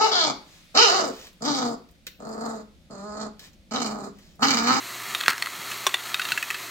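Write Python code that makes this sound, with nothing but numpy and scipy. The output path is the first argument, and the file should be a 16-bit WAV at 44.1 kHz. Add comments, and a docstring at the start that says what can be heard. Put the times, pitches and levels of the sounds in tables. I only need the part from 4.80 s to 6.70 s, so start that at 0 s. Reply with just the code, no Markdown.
"""A room, with a small microphone close to a marble run of plastic bricks, fed by hand with glass marbles.
The marbles tick from brick to brick, each blow ringing the plastic; they rattle faintly as they roll and
knock twice on a hollow part. One sharp smack overloads the input. The hand and the base bump softly.
Behind them lie a steady hiss and hum; the gain control ducks everything after the loudest hits."""
import sys
import numpy as np
from scipy import signal
from scipy.fft import rfft, irfft
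from scipy.io import wavfile
from scipy.ndimage import uniform_filter1d

SR = 44100
rng = np.random.default_rng(int(sys.argv[2]) if len(sys.argv) > 2 else 0)


def persist_wave(psi):
    """Save psi, clipped to +-1, as 16-bit WAV."""
    counts = np.round(np.clip(psi, -1, 1) * 32767).astype(np.int16)
    wavfile.write(sys.argv[1], SR, np.atleast_2d(counts).T)


N = 83790
TIME = np.arange(N) / SR

# Edges in Hz of five bands: low, low mid, mid, high mid, treble. The low band also takes all below it.
BAND_EDGES_HZ = [250, 1350, 2200, 3100, 5000, 16000]
# Marble on brick. Each row: start in seconds, ring time (t60) in seconds, the brick's two notes in Hz,
# then the relative level of each of the five bands in dB.
BRICK_TICKS = [(0.3483,0.03,3700,1237,-36,-33.5,-30,-27,-36.5), (.404,.027,3580,1900,-41,-38,-40,-37,-43),
               (.41,.018,3300,1520,-50,-35,-39,-31,-40.5), (0.4348,0.022,3500,1315,-36.5,-40,-36.5,-36,-49),
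               (0.4593,.028,1640,3380,-47,-31.5,-34,-34,-44), (0.4933,.032,2070,4620,-40,-32,-32,-32,-35),
               (.502,.02,4230,2400,-34,-36.5,-35,-31,-30.5), (0.5064,.05,1970,1320,-33,-29.5,-35,-33.5,-37),
               (0.5192,0.017,1600,4200,-40.5,-35,-40,-40.5,-44),
               (0.531,.013,1330,1630,-38,-33.5,-50,-41,-41), (0.5795,.013,1710,4280,-42,-35,-42,-45,-38),
               (0.6234,0.019,1954,4290,-34,-26,-30.5,-26.5,-33.5),
               (0.659,.018,1970,4300,-41,-31.5,-38,-35,-42), (.669,0.027,1350,1890,-33,-33,-41,-41,-45),
               (.9134,0.063,2585,2940,-43,-42,-37,-44,-41), (1.0903,0.049,1090,2830,-38,-43,-38,-41,-43),
               (1.3434,0.024,3720,2570,-35,-31.5,-27,-24.5,-35.5),
               (1.395,0.041,1490,2590,-38,-26.5,-29.5,-33.5,-38),
               (1.4168,.03,3750,2790,-42,-37,-32.5,-31.5,-41),
               (1.4514,0.027,3700,2750,-44,-37.5,-35,-33,-43), (1.4866,.035,1700,3710,-53,-40,-39,-37,-46),
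               (1.5192,0.041,2680,1500,-43,-26.5,-25,-28.5,-35.5),
               (1.5757,.042,1690,2690,-43,-24.5,-25,-39,-38),
               (1.6263,0.028,2550,1850,-46,-30,-25.5,-39,-35.5),
               (1.7029,.024,2570,1850,-41,-32,-27.5,-40,-39),
               (1.708,0.021,1850,3190,-35.5,-30.5,-38,-37.5,-37), (1.743,.04,1754,2595,-43,-34,-35,-36,-43)]
# Marble dropping on the hollow part, the first time with a quick bounce. Each row: as for the ticks.
HOLLOW_KNOCKS = [(1.0666,0.033,1067,5760,-23,-30,-27,-23,-24), (1.0707,0.027,5780,8100,-30,-32,-36,-31,-29),
                 (1.1415,0.032,3630,1960,-28.5,-23,-24,-20,-30.5)]
# Modes of the track and of the hollow part. Each row: pitch in Hz, relative level in dB, ring time as a
# multiple of the blow's t60.
TRACK_MODES = [(1230, -3, 1.1), (1505, -5.5, 1.1), (1684, -3, 1.2), (1954, -1, 1), (2605, -5, 1.1),
               (3196, -3.5, .8), (4290, -3, .9)]
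HOLLOW_MODES = [(377.5, -9, 1.6), (666, -7.5, .7), (980, -7.5, 1), (1130, -1.5, 1.2), (1536, -9, .8),
                (2770, -10, 1), (3470, 8, .8), (3610, -2, 1.2)]
# Dense fine ringing of the same two parts. Each row: frequency in Hz, relative level in dB.
TRACK_CRACK_COLOUR = [(250, -13), (750, -9.5), (1250, 5), (4400, 0.5), (5200, -4.5), (8000, -6.5),
                      (10500, -12), (15000, -11.5)]
HOLLOW_CRACK_COLOUR = [(200, -13), (600, -3), (3700, 1), (4400, -4), (8000, -3.5), (10500, -12),
                       (15000, -11.5)]
# Modes struck by the smack. Each row: pitch in Hz, relative level in dB, t60 in seconds.
SMACK_MODES = [(1255, -26, 0.014), (1926, -29, 0.0092), (2710, -13.5, 0.011), (4220, -16, 0.019),
               (5400, -19, 0.014)]
# Rise and fall of the rolling rattle. Each row: time in seconds, level in dB.
ROLL_LEVELS = [(0, -50), (.15, -47.5), (.27, -37.5), (.45, -40.5), (.6, -40), (.8, -38.5), (.95, -40),
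               (1.05, -41.5), (1.25, -38), (1.42, -37), (1.68, -37), (1.9, -56)]
# Spectrum of the rattle. Each row: frequency in Hz, relative level in dB.
ROLL_SPECTRUM = [(40, -50), (250, -7), (700, -12), (1200, 2.5), (2000, 3), (3000, -2.5), (4000, 0),
                 (5000, -7.5), (15000, -13.5)]
# Bumps of the hand and the track's base. Each row: start in seconds, level in dB, length in seconds.
HAND_BUMPS = [(.774, -47.5, .038), (1.512, -50, .034)]
# Spectrum of the room's hiss. Each row: frequency in Hz, relative level in dB.
HISS_COLOUR = [(25, -29), (60, -22), (130, -10.5), (300, -6), (385, -7), (460, -13), (700, -2.5),
               (800, -11), (1000, -1), (1280, 3), (1500, -4.5), (2050, 3), (2300, -2.5), (2650, -2.5),
               (3350, -7.5), (4200, 0), (4900, -9.5), (6500, -6.5), (9500, -11), (10500, -17), (12000, -9),
               (15500, -14)]
# Tones of the hum. Each row: pitch in Hz, level in dB, pitch wander in Hz.
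HUM_TONES = [(119.6, -60.5, 2.8), (367, -61, 6.1), (395, -59.5, 6.53)]
# The room's decay, then its level. Each row: frequency in Hz, t60 in seconds.
ROOM_DECAY, ROOM_DB = [(250, 0.26), (2000, 0.27), (12000, 0.19)], -15

TICK_DB, KNOCK_DB, HISS_DB = 2, 1.5, -36
NOTE_DB, SECOND_NOTE_DB, NOTE_RING = 7.5, -1.5, 1.1  # the notes ring NOTE_RING times the blow's t60
FIRM_DB, NOTE_SINK, ATTACK_GROWTH = -25.5, .8, 1.2  # a firm blow; the others in dB per dB below it
SMACK_S, SMACK_DB = .4812, 6
FLEX_START_HZ, FLEX_END_HZ, FLEX_FALL_S, FLEX_S = 3356, 1146, 0.000495, 0.00186
FLEX_DB, FLEX_PUSH = 2, .14  # the push is a one-sided shove, as a share of the swings
THRESHOLD_DB, MAX_DUCK_DB, RECOVER_DB_PER_S = -10.5, 3.5, 14
CLIP_LEVEL, TREBLE_EDGE_HZ = .66, 15820


def ticks():
    """Glass on brick, close up; light contacts only scrape, with weaker notes and a slower attack."""
    out = np.zeros(N)
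    for start, t60, first_hz, second_hz, *bands_db in BRICK_TICKS:
        light_db = max(FIRM_DB - max(bands_db), 0)
        tick = strike(TRACK_MODES, TRACK_CRACK_COLOUR, t60, (first_hz, second_hz), bands_db,
                      note_db=NOTE_DB - NOTE_SINK * light_db,
                      attack_s=.0006 * amp(ATTACK_GROWTH * light_db),
                      crack_share=.8, detune=0.0085, low_cut_hz=760)
        add(out, start, amp(TICK_DB) * tick)
    return out


def knocks():
    """A marble drops on the hollow part, whose lower modes give a fuller sound."""
    out = np.zeros(N)
    for start, t60, first_hz, second_hz, *bands_db in HOLLOW_KNOCKS:
        knock = strike(HOLLOW_MODES, HOLLOW_CRACK_COLOUR, t60, (first_hz, second_hz), bands_db,
                       note_db=5, attack_s=0.00025, crack_share=1.05, detune=0.0045, low_cut_hz=320)
        add(out, start, amp(KNOCK_DB) * knock)
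    return out


def strike(modes, crack_colour, t60, notes_hz, bands_db,
           note_db, attack_s, crack_share, detune, low_cut_hz):
    """One blow rings the part's modes, two notes of the struck spot and a crack of dense ringing."""
    t = np.arange(SR // 8) / SR
    ring = np.zeros(len(t))
    for hz, db, share in modes:
        offset, polarity = rng.standard_normal(2)
        tone = np.sin(2 * np.pi * hz * (1 + detune * offset) * t)
        ring += np.sign(polarity) * amp(db - 60 * t / (t60 * share)) * tone
    first, second = np.cos(2 * np.pi * np.outer(notes_hz, t))
    notes = amp(note_db - 60 * t / (t60 * NOTE_RING)) * (first + amp(SECOND_NOTE_DB) * second)
    crack = colour(rng.standard_normal(len(t)), crack_colour) * amp(4.5 - 60 * t / (t60 * crack_share))
    hit = (ring + notes + crack) * np.minimum(t / attack_s, 1)
    low_cut = signal.butter(3, low_cut_hz, "high", fs=SR, output="sos")  # small parts give no bass
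    return struck_spot(signal.sosfilt(low_cut, hit), bands_db)


def struck_spot(hit, bands_db):
    """The spot that is struck decides how strongly each band rings."""
    size, span = 8192, .01 * SR  # a band's level is its energy spread over 10 ms
    hz, spectrum = np.fft.rfftfreq(size, 1 / SR), rfft(hit, size)
    band = np.digitize(hz, BAND_EDGES_HZ[1:-1])
    power = np.bincount(band, abs(spectrum) ** 2 * (hz < BAND_EDGES_HZ[-1])) * 2 / size / span
    gain_db = np.array(bands_db) - 10 * np.log10(power)
    log_gain = np.log(amp(uniform_filter1d(gain_db[band], size=41)))
    # Minimum phase, so nothing sounds ahead of the blow.
    response = np.exp(np.conj(signal.hilbert(np.r_[log_gain, log_gain[-2:0:-1]])))
    return irfft(spectrum * response[:len(spectrum)])


def smack():
    """A very hard hit: the part flexes, falling in pitch as it gives way, then rings briefly."""
    t, out = np.arange(SR // 8) / SR, np.zeros(N)
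    flex_hz = FLEX_END_HZ + (FLEX_START_HZ - FLEX_END_HZ) * np.exp(-t / FLEX_FALL_S)
    swings = FLEX_PUSH + np.sin(2 * np.pi * np.cumsum(flex_hz) / SR)
    flex = amp(FLEX_DB) * np.sin(np.pi * np.minimum(t / FLEX_S, 1) ** 0.77) ** 2 * swings
    ring = sum(amp(db - 60 * t / t60) * np.sin(2 * np.pi * hz * t) for hz, db, t60 in SMACK_MODES)
    crack = colour(rng.standard_normal(len(t)), TRACK_CRACK_COLOUR) * amp(-24 - 60 * t / 0.061)
    attack = np.minimum(2 * t / FLEX_S, 1)
    add(out, SMACK_S, amp(SMACK_DB) * (flex + (ring + crack) * attack))
    return out


def rolling(contacts_per_s=900):
    """Rolling marbles meet studs and seams in many tiny contacts."""
    touches = rng.random(N) < contacts_per_s / SR
    strength = amp(3.0 * np.minimum(rng.exponential(1, N), 3))
    contacts = touches * strength * rng.choice([-1, 1], N)
    t = np.arange(SR // 40) / SR
    grain = rng.standard_normal(len(t)) * amp(-60 * t / 0.022)
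    rattle = signal.oaconvolve(contacts, grain)[:N]
    return colour(rattle, ROLL_SPECTRUM) * amp(np.interp(TIME, *np.transpose(ROLL_LEVELS)))


def hand():
    """The hand and the track's base give soft, dull bumps around 150 Hz."""
    out = np.zeros(N)
    for start, db, length in HAND_BUMPS:
        noise = rng.standard_normal(SR // 4)
        thud = colour(noise, [(30, -18), (150, 15), (380, -13), (800, -40), (3000, -60)])
        window = np.hanning(round(length * SR))
        add(out, start, amp(db) * window * thud[:len(window)])
    return out


def room(x):
    """The room returns a short diffuse tail to the microphone; its treble dies first."""
    echoes = rng.standard_normal(SR // 2) * (rng.random(SR // 2) < 3000 / SR)
    echoes[:round(.006 * SR)] = 0
    echoes = signal.sosfilt(signal.butter(2, 200, "high", fs=SR, output="sos"), echoes)
    hz, t, spectra = signal.stft(echoes, SR, nperseg=256)
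    tail = signal.istft(spectra * amp(-60 * t / at_hz(ROOM_DECAY, hz)[:, None]), SR)[1]
    return amp(ROOM_DB) * signal.fftconvolve(x, tail / np.linalg.norm(tail))[:N]


def hiss():
    """Room hiss behind the run, its level flickering slightly."""
    return colour(rng.standard_normal(N), HISS_COLOUR) * amp(HISS_DB + 0.84 * drift(10.3))


def hum():
    """Faint low tones in the background, wavering in level and pitch."""
    out = np.zeros(N)
    for hz, db, wander_hz in HUM_TONES:
        peak = amp(db + 1.3 * drift(8.2)) * np.sqrt(2)
        pitch_hz = hz + wander_hz * drift(24.8)
        out += peak * np.sin(2 * np.pi * np.cumsum(pitch_hz) / SR)
    return out


def amp(db):
    """Decibels to gain."""
    return 10 ** (np.asarray(db) / 20)


def unit(x):
    """Scales to rms 1."""
    return x / np.sqrt(np.mean(x ** 2) + 1e-20)


def at_hz(points, hz):
    """Reads a table along a log-frequency axis."""
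    points_hz, values = np.transpose(points)
    return np.interp(np.log(hz + 1), np.log(points_hz), values)


def add(mix, start, sound):
    """Mixes a sound in at a start in seconds."""
    part = mix[round(start * SR):][:len(sound)]
    part += sound[:len(part)]


def colour(x, points):
    """Shapes the spectrum of x, at rms 1."""
    gain = amp(at_hz(points, np.fft.rfftfreq(len(x), 1 / SR)))
    return unit(irfft(rfft(x) * gain, len(x)))


def drift(rate_hz):
    """Slow random wander of rms 1."""
    hz = np.fft.rfftfreq(N, 1 / SR)
    return unit(irfft(rfft(rng.standard_normal(N)) * np.exp(-(hz / rate_hz) ** 2) * (hz > 0), N))


def scene():
    """Everything reaches one close microphone, the same in both channels."""
    hits = ticks() + knocks() + smack()
    mono = hits + room(hits) + rolling() + hand() + hiss() + hum()
    return np.array([mono, mono])


def record(dry):
    """The gain control ducks after loud peaks, the input clips, and the top treble is cut steeply."""
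    peak_db = 20 * np.log10(abs(dry).max(0) + 1e-9)
    over_db = np.clip(peak_db - THRESHOLD_DB, 0, MAX_DUCK_DB)
    recovery_db = TIME * RECOVER_DB_PER_S
    held_db = np.maximum.accumulate(over_db + recovery_db) - recovery_db
    lag = np.exp(-1 / (0.021 * SR))  # 21 ms: too slow to catch the smack
    duck_db = signal.lfilter([1 - lag], [1, -lag], held_db)
    clipped = np.clip(dry * amp(-duck_db), -CLIP_LEVEL, CLIP_LEVEL)
    low_pass = signal.firwin(401, TREBLE_EDGE_HZ, window=("kaiser", 8), fs=SR)
    return signal.oaconvolve(clipped, low_pass[None], "same")


dry = scene()
out = record(dry)
persist_wave(out)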